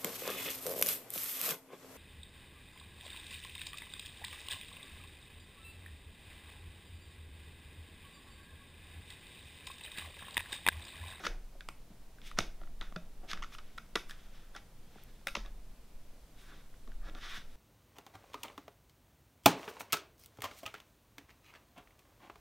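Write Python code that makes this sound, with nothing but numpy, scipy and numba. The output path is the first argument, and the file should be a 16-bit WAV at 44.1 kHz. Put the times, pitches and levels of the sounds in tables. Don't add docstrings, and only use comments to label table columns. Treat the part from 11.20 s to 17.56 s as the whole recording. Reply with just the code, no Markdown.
import sys
import numpy as np
from scipy import signal
from scipy.fft import rfft, irfft, next_fast_len
from scipy.io import wavfile
from scipy.ndimage import uniform_filter1d
from numba import njit

SR = 44100
rng = np.random.default_rng(int(sys.argv[2]) if len(sys.argv) > 2 else 0)


def ratio(d):
    e = np.asarray(d, float) / 20
    return 10 ** e


def to_wav(sig):
    pcm = np.clip(np.atleast_2d(sig), -1, 1) * 32767
    pcm = np.round(pcm).astype(np.int16)
    wavfile.write(sys.argv[1], SR, pcm.T)


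N = 280369


def ring(x, pitch_hz, width_hz):
    return signal.lfilter(*signal.iirpeak(pitch_hz, pitch_hz / width_hz, fs=SR), x)


def body(x, modes):
    return sum((-1) ** k * ratio(level_db) * ring(x, pitch_hz, width_hz)
               for k, (pitch_hz, width_hz, level_db) in enumerate(modes))


def cut(x, hz, kind, order=2):
    return signal.sosfilt(signal.butter(order, hz, kind, fs=SR, output="sos"), x)


def unit(x):
    return x / np.sqrt(np.mean(x ** 2))


def add(out, start_s, x, peak_db):
    i = int(start_s * SR)
    out[i:i + len(x)] += (x * ratio(peak_db) / np.max(np.abs(x)))[:N - i]


def walk(rate_hz):
    k = int(SR / rate_hz)
    held = rng.standard_normal(N)[np.arange(N) // k]
    return 0.76 * uniform_filter1d(uniform_filter1d(held, k), k)


@njit
def glide(x, centre_hz, width_hz):
    y, band, low = np.empty(len(x)), 0., 0.
    for i in range(len(x)):
        g, k = np.tan(np.pi * centre_hz[i] / SR), width_hz / centre_hz[i]
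        v = (band + g * (x[i] - low)) / (1 + g * (g + k))
        band, low, y[i] = 2 * v - band, low + 2 * g * v, k * v
    return y


# pitch_hz, density_db_per_hz
AIR_SPECTRUM = [(24, 0.5), (40, -15), (81, -21), (106, 2), (220, -0.5), (363, -9.5), (467, -7),
                (1520, -17.5), (3470, -20), (14500, -32), (16000, -67)]
# time_s, level_db
ARM_MOTION = [(0.0, -61), (0.14, -41), (0.3, -49.5), (0.67, -47.5), (0.81, -51.5), (1.15, -42.5),
              (1.22, -42), (1.65, -42), (2.0, -45.5), (2.19, -38), (2.28, -49.5), (3.8, -51.5),
              (4.04, -51.5), (4.21, -44), (4.53, -48), (5.43, -53), (5.751, -42), (6.36, -46.5)]
# pitch_hz, width_hz, level_db
TABLE_MODES = [(175.3, 19.6, -1.5), (304, 56, -2.5), (382, 118, -6), (708, 210, -7)]


def air():
    pitch_hz, density_db = np.transpose(AIR_SPECTRUM)
    size = next_fast_len(N)
    f_hz = np.maximum(np.arange(size // 2 + 1) * SR / size, 1)
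    shape = ratio(np.interp(np.log(f_hz), np.log(pitch_hz), density_db))
    wash = unit(irfft(rfft(rng.standard_normal(N), size) * shape, size)[:N])
    hum = unit(ring(rng.standard_normal(N), 49, 11.7))
    sway = unit(cut(cut(rng.standard_normal(N), 4.16, "high"), 20.3, "low", order=3))
    time_s, arm_db = np.transpose(ARM_MOTION)
    arms = ratio(np.interp(np.arange(N) / SR, time_s, arm_db))
    creak = ratio(-29 + 7.0 * walk(25)) * unit(body(rng.standard_normal(N), TABLE_MODES))
    air_db, hum_db = -63.5, -64
    return ratio(air_db + 0.21 * walk(2.67)) * wash + ratio(hum_db) * hum + arms * (sway + creak)


# start_s, low_t60_s, high_t60_s, level_db
ECHOES = [
    (.002, 0.067, 0.041, -11.5),
    (0.008, 0.312, 0.27, -9.5),
]


def room(x):
    t, reply = np.arange(SR // 2) / SR, 0
    for start_s, low_t60_s, high_t60_s, level_db in ECHOES:
        age_s, dust = np.maximum(t - start_s, 0), rng.standard_normal(len(t))
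        dull = cut(dust, 1940.0, "low", order=1)
        bright = dust - dull
        tail = dull * ratio(-60 * age_s / low_t60_s) + bright * ratio(-60 * age_s / high_t60_s)
        tail = tail * np.minimum(age_s / 0.0021, 1)
        reply = reply + ratio(level_db) * tail / np.sqrt(np.sum(tail ** 2))
    return signal.fftconvolve(x, reply)[:N]


# start_s, peak_db, pitch_hz, ring_t60_s
THUD_BLOWS = [(0.065, -36.5, 467, 0.14), (0.484, -45.5, 135, 0.11), (1.184, -26, 179, 0.028),
              (1.204, -35.5, 162, 0.3), (1.413, -48.5, 345, 0.16), (1.61, -48, 183, 0.22),
              (1.718, -47, 191, 0.064), (1.759, -34.5, 174.7, 0.14), (2.13, -43.5, 178, 0.063),
              (2.173, -64, 132, 0.08), (2.753, -28, 455, 0.029), (3.35, -49.5, 816, 0.11),
              (3.755, -47.5, 159, 0.15), (4.066, -38.5, 547, 0.054), (4.151, -39, 575, 0.038),
              (4.168, -36.5, 217, 0.08), (5.675, -50, 227, 0.08), (5.885, -48, 305, 0.077),
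              (0.7, -49.5, 198, 0.086), (6.17, -48, 109, 0.11), (0.35, -51.5, 550, .06),
              (5.948, -48.5, 257, 0.074)]
# start_s, peak_db, pitch_hz, ring_t60_s
TABLE_WOBBLES = [(0.084, -36.5, 28.7, 1), (1.187, -42, 102, 0.072), (1.202, -41, 32, 0.76),
                 (1.67, -38.5, 23.2, 0.24), (1.762, -49.5, 626, 0.14), (2.17, -61, 30, 0.19),
                 (4.07, -48.5, 816, 0.042), (4.169, -39.5, 36.7, 0.91), (5.74, -39, 30.8, 0.46),
                 (5.861, -36.5, 21, 0.52)]


def knocks():
    out, t = np.zeros(N), np.arange(SR) / SR
    for start_s, peak_db, pitch_hz, t60_s in THUD_BLOWS:
        push = rng.standard_normal(SR // 4) * np.exp(-t[:SR // 4] / 0.0027)
        boards = cut(body(push, TABLE_MODES), 0.53 * pitch_hz, "high")
        thud = ring(push, pitch_hz, 1.54 / t60_s) + 0.56 * boards
        add(out, start_s + 0.00213, cut(thud, 780.0, "low"), peak_db)
    for start_s, peak_db, pitch_hz, t60_s in TABLE_WOBBLES:
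        swing = np.sin(2 * np.pi * pitch_hz * t) * (1 - np.exp(-t / 0.015))
        add(out, start_s, swing * ratio(-60 * t / t60_s), peak_db)
    return out


def edges(x, lifted):
    return cut(cut(x + lifted, 1600.0, "high"), 9040.0, "low", order=4)


def pressure(rows):
    t, plain, accent = np.arange(N) / SR, np.zeros(N), np.zeros(N)
    swell_db, roundness = 25, 1.5
    for start_s, hardest_s, end_s, level_db, over_db in rows:
        on = slice(max(int(start_s * SR), 0), min(int(end_s * SR), N))
        slack = np.interp(t[on], [start_s, hardest_s, end_s], [1, 0, 1])
        gain = ratio(level_db - swell_db * slack ** roundness)
        plain[on] += gain
        accent[on] += gain * ratio(over_db)
    return uniform_filter1d(plain, size=256), uniform_filter1d(accent, size=256)


# pitch_hz, width_hz, level_db
LID_MODES = [(1250, 243, -1.5), (1483, 148, 3.5), (1660, 310, 0), (2000, 180, -7)]
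# pitch_hz, width_hz, level_db
EDGE_MODES = [(2055, 554, -1), (2880, 860, -3), (3400, 410, 0), (3806, 526, -3.5), (4800, 930, -7.5),
              (5420, 370, -4.5), (6040, 800, -10.5)]
# start_s, hardest_s, end_s, lid_db, edge_over_lid_db
SKIN_RUBS = [(1.015, 1.07, 1.146, -65, 10), (1.165, 1.186, 1.2, -43, -2), (1.6, 1.615, 1.74, -61, 0.5),
             (1.86, 1.88, 1.834, -62, 4), (2.075, 2.115, 2.14, -50, 0.5), (2.3, 2.345, 2.35, -60.5, 5),
             (2.37, 2.388, 2.42, -62, -8), (2.4, 2.47, 2.87, -75, 4.5), (2.87, 2.908, 3.01, -61.5, -4),
             (2.9, 3.03, 3.18, -71, 5), (3.1, 3.16, 3.45, -70.5, 1), (3.335, 3.36, 3.407, -54, -2.5),
             (3.55, 3.78, 4.12, -73.5, 2.5), (5.1, 5.33, 5.5, -67, 2), (5.6, 5.65, 5.58, -69, 5.5),
             (6.24, 6.3, 6.6, -75.5, 4.5)]
# start_s, hardest_s, end_s, lid_db, table_over_lid_db
CASE_DRAGS = [(-.1, 0.0, 0.043, -55, 3), (0.025, 0.05, 0.076, -41.5, -8), (0.06, 0.09, 0.23, -75.5, 17.5),
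              (1.19, 1.21, 1.31, -59.5, 7.5), (1.38, 1.42, 1.49, -72, 9.5), (2.0, 2.04, 2.11, -73.5, 15.5),
              (2.13, 2.142, 2.38, -61.5, 1), (4.16, 4.18, 4.24, -56.5, -8), (4.23, 4.26, 4.3, -61.5, 4.5),
              (5.15, 5.33, 5.48, -77.5, 8), (5.66, 5.69, 5.75, -78, 16), (5.81, 5.888, 5.9, -53.5, -3.5),
              (5.9, 5.96, 6, -65, 10)]
# start_s, hardest_s, end_s, edge_db, hiss_over_edge_db
FINGER_BRUSHES = [(0.0, 0.054, 0.097, -51, -7), (1.03, 1.075, 1.1, -68, -2), (2.07, 2.1, 2.13, -50.5, -15),
                  (2.305, 2.335, 2.39, -62, -4), (2.87, 2.91, 2.92, -63, 3), (5.12, 5.2, 5.4, -72, 0),
                  (5.82, 5.86, 5.94, -70, -15)]
# time_s, lid_db
LAST_SCRAPE = [(5.955, -70), (5.975, -61), (6.005, -62), (6.045, -53), (6.075, -52.5), (6.125, -49.5),
               (6.175, -51), (6.204, -61), (6.27, -80)]


def slides():
    patches_db = 3.24 * np.array([walk(45), walk(60), walk(65), walk(29.96)])
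    slip_db = 2.0 * rng.exponential(size=N) + 2.0 * walk(90) + patches_db
    slips = rng.standard_normal((4, N)) * ratio(slip_db)
    lid = unit(cut(cut(body(slips[0], LID_MODES), 380.0, "high"), 2160.0, "low"))
    stiff = cut(body(slips[1], EDGE_MODES), 9000.0, "low", order=1)
    touched_hz = 3430 * (1 + 0.029 * walk(2.62))
    edge = unit(edges(stiff, 0.7 * glide(stiff, touched_hz, 810.0)))
    hiss = unit(cut(cut(slips[2], 4900.0, "high", order=3), 7800.0, "low", order=1))
    wood = unit(body(slips[3], TABLE_MODES))

    rub, rub_edge = pressure(SKIN_RUBS)
    drag, drag_table = pressure(CASE_DRAGS)
    brush, brush_hiss = pressure(FINGER_BRUSHES)
    time_s, scrape_db = np.transpose(LAST_SCRAPE)
    scrape = ratio(np.interp(np.arange(N) / SR, time_s, scrape_db, left=-120, right=-120))

    on_lid = rub + drag + scrape
    on_edge = rub_edge + ratio(-6) * drag + brush + ratio(1) * scrape
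    in_hiss = ratio(-16) * rub_edge + ratio(-29) * drag + brush_hiss + ratio(-15) * scrape
    on_wood = ratio(-7) * rub + drag_table + ratio(-18.5) * scrape
    return on_lid * lid + on_edge * edge + in_hiss * hiss + on_wood * wood


# start_s, lid_peak_db, lid_hz, edge_over_lid_db, edge_hz
BLUNT_CLACKS = [(0.038, -34.5, 1330, -6, 5580), (0.053, -33.5, 1360, 0, 5470),
                (0.0652, -24, 1310, -4, 3620), (0.0692, -33.5, 1530, 10, 4350), (0.407, -40, 1515, 2, 3580),
                (1.1907, -29.5, 1350, 2, 2000), (1.6114, -37.5, 1740, 6.5, 3600),
                (1.7604, -36.5, 1390, -2, 4800), (1.762, -36, 1460, 0, 3400), (2.132, -30, 1250, 2.5, 3340),
                (2.5819, -33.5, 1340, -4.5, 3550), (2.7546, -26, 1380, 5, 3100),
                (2.7732, -32.5, 1380, -8, 2070), (4.0728, -36, 1470, 4, 3240), (4.1514, -35, 990, 11, 2730),
                (4.154, -30, 1090, 9.5, 2070), (4.155, -49, 1080, -4, 2600), (4.168, -38, 1090, 5, 2750),
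                (2.3838, -46, 1250, 5, 5000), (2.3873, -44.5, 1250, 4, 2930)]
# start_s, lid_peak_db, lid_hz, edge_over_lid_db, edge_hz
BRITTLE_SNAPS = [(0.4873, -33.5, 1300, 1.5, 6050), (1.0163, -59, 1850, 14, 3670),
                 (1.1135, -40, 1250, -2.5, 3080), (1.1875, -19, 1407, 4.5, 5600),
                 (1.1977, -54, 1220, -2, 2500), (1.2046, -43, 1290, 16, 2930),
                 (2.114, -38.5, 1950, 10, 4450), (2.5781, -40.5, 1560, -0.5, 2910),
                 (2.7576, -22.5, 1423, 2.5, 3250), (2.8957, -41, 1480, 1, 5040),
                 (2.909, -40, 1700, 2.5, 3120), (2.9151, -45.5, 1750, 0, 4800),
                 (3.3495, -42.5, 1480, -3, 3640), (3.3631, -42, 1310, 5, 5440),
                 (3.8371, -70, 1660, 11, 5710), (4.0704, -27, 1450, 5, 2250),
                 (4.0824, -36.5, 1470, 6, 2630), (4.0873, -37.5, 1440, 5, 2480),
                 (4.1651, -44, 1160, 9, 3170)]
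# start_s, lid_peak_db, lid_hz, edge_over_lid_db
LIGHT_TAPS = [(0.985, -51.5, 1530, -20), (1.1747, -39, 1290, -10), (1.4147, -50.5, 1270, -4),
              (1.435, -48.5, 1330, -4), (1.473, -53, 1330, -7), (1.617, -37.5, 1400, -11),
              (1.6255, -45.5, 980, 1), (1.669, -53, 1560, -7), (1.7236, -45.5, 1190, -4.5),
              (2.174, -41.5, 1260, -1), (2.223, -38.5, 1250, 0), (2.2269, -36.5, 1340, 1.5),
              (2.236, -37.5, 1270, 2.5), (2.2442, -38, 1280, -6), (2.3226, -49, 1190, -6),
              (2.3488, -42.5, 1300, 3), (2.7616, -27, 1180, -22), (3.7836, -53.5, 1360, -12),
              (4.249, -49.5, 1800, -1), (4.2603, -48.5, 1210, 4), (5.54, -53, 1490, -6),
              (5.675, -49.5, 1100, -3), (5.718, -49.5, 1510, -5), (5.8958, -54, 1510, 7),
              (5.948, -47, 1410, 7), (5.9534, -48, 1240, -6), (5.986, -52, 1810, -2),
              (6.1239, -46, 1640, 2)]
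# start_s, peak_db
HARD_TICKS = [
    (.4873, -46),
    (3.8366, -40),
    (4.0704, -31),
]


def clicks():
    near, around, t = np.zeros(N), np.zeros(N), np.arange(2048) / SR
    # crack_over_lid_db, before the share that follows the edges
    contacts = [(*row, -17.5) for row in BLUNT_CLACKS] + [(*row, -7) for row in BRITTLE_SNAPS]
    contacts += [(*row, 3260 * (1 + 0.15 * rng.standard_normal()), -24) for row in LIGHT_TAPS]
    rattle_ms, grit_db = 1.64, -13
    for start_s, lid_db, lid_hz, edge_db, edge_hz, crack_db in contacts:
        grit, size = rng.standard_normal(len(t)), rng.exponential(size=len(t))
        rattle = ratio(grit_db + 4.52 * size) * grit * np.exp(-(1000 * t / rattle_ms) ** 2)
        rattle = rattle + 2.7 * (t == 0)
        lid = ring(ring(rattle, lid_hz, 177.0), lid_hz, 760.0) + 0.35 * body(rattle, LID_MODES)
        stiff = body(rattle, EDGE_MODES)
        crack = cut(cut(rattle * np.exp(-t / 0.014), 6380.0, "high", order=4), 7900.0, "low")
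        add(near, start_s, cut(lid, 2020.0, "low"), lid_db)
        add(near, start_s, edges(stiff, 1.74 * ring(stiff, edge_hz, 600.0)), lid_db + edge_db)

        room_edge = body(rattle * np.exp(-t / 0.00027), EDGE_MODES)
        add(around, start_s, ring(rattle * np.exp(-t / 0.0011), lid_hz, 330.0), lid_db)
        add(around, start_s, edges(room_edge, 0), lid_db + edge_db)
        for out in near, around:
            add(out, start_s, crack, lid_db + 0.5 * edge_db + crack_db)
    for start_s, peak_db in HARD_TICKS:
        for out in near, around:
            tick = rng.standard_normal(len(t)) * np.exp(-t / 0.00049)
            add(out, start_s, cut(tick, 9900.0, "high", order=3), peak_db)
    return near, around


def scene():
    (near, around), rub, low = clicks(), slides(), knocks()
    heard = around + rub + 0.5 * cut(low, 100.0, "high")
    mid = near + rub + low + air() + room(heard)
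    side = 0.18 * room(heard) + 0.026 * cut(air(), 57.0, "high", order=1)
    return np.array([mid + side, mid - side])


def band_limit(x):
    return signal.sosfilt(signal.butter(12, 16630, fs=SR, output="sos"), x)


def record(dry):
    hiss_db, top_hz = -70, 15700
    noise = rng.standard_normal(dry.shape) + 0.35 * rng.standard_normal(N)
    hiss = ratio(hiss_db) * cut(noise, 120.0, "high")
    top_cut = signal.ellip(6, 0.2, 22, top_hz, fs=SR, output="sos")
    return band_limit(signal.sosfilt(top_cut, dry + hiss))


dry = scene()
out = record(dry)
to_wav(out)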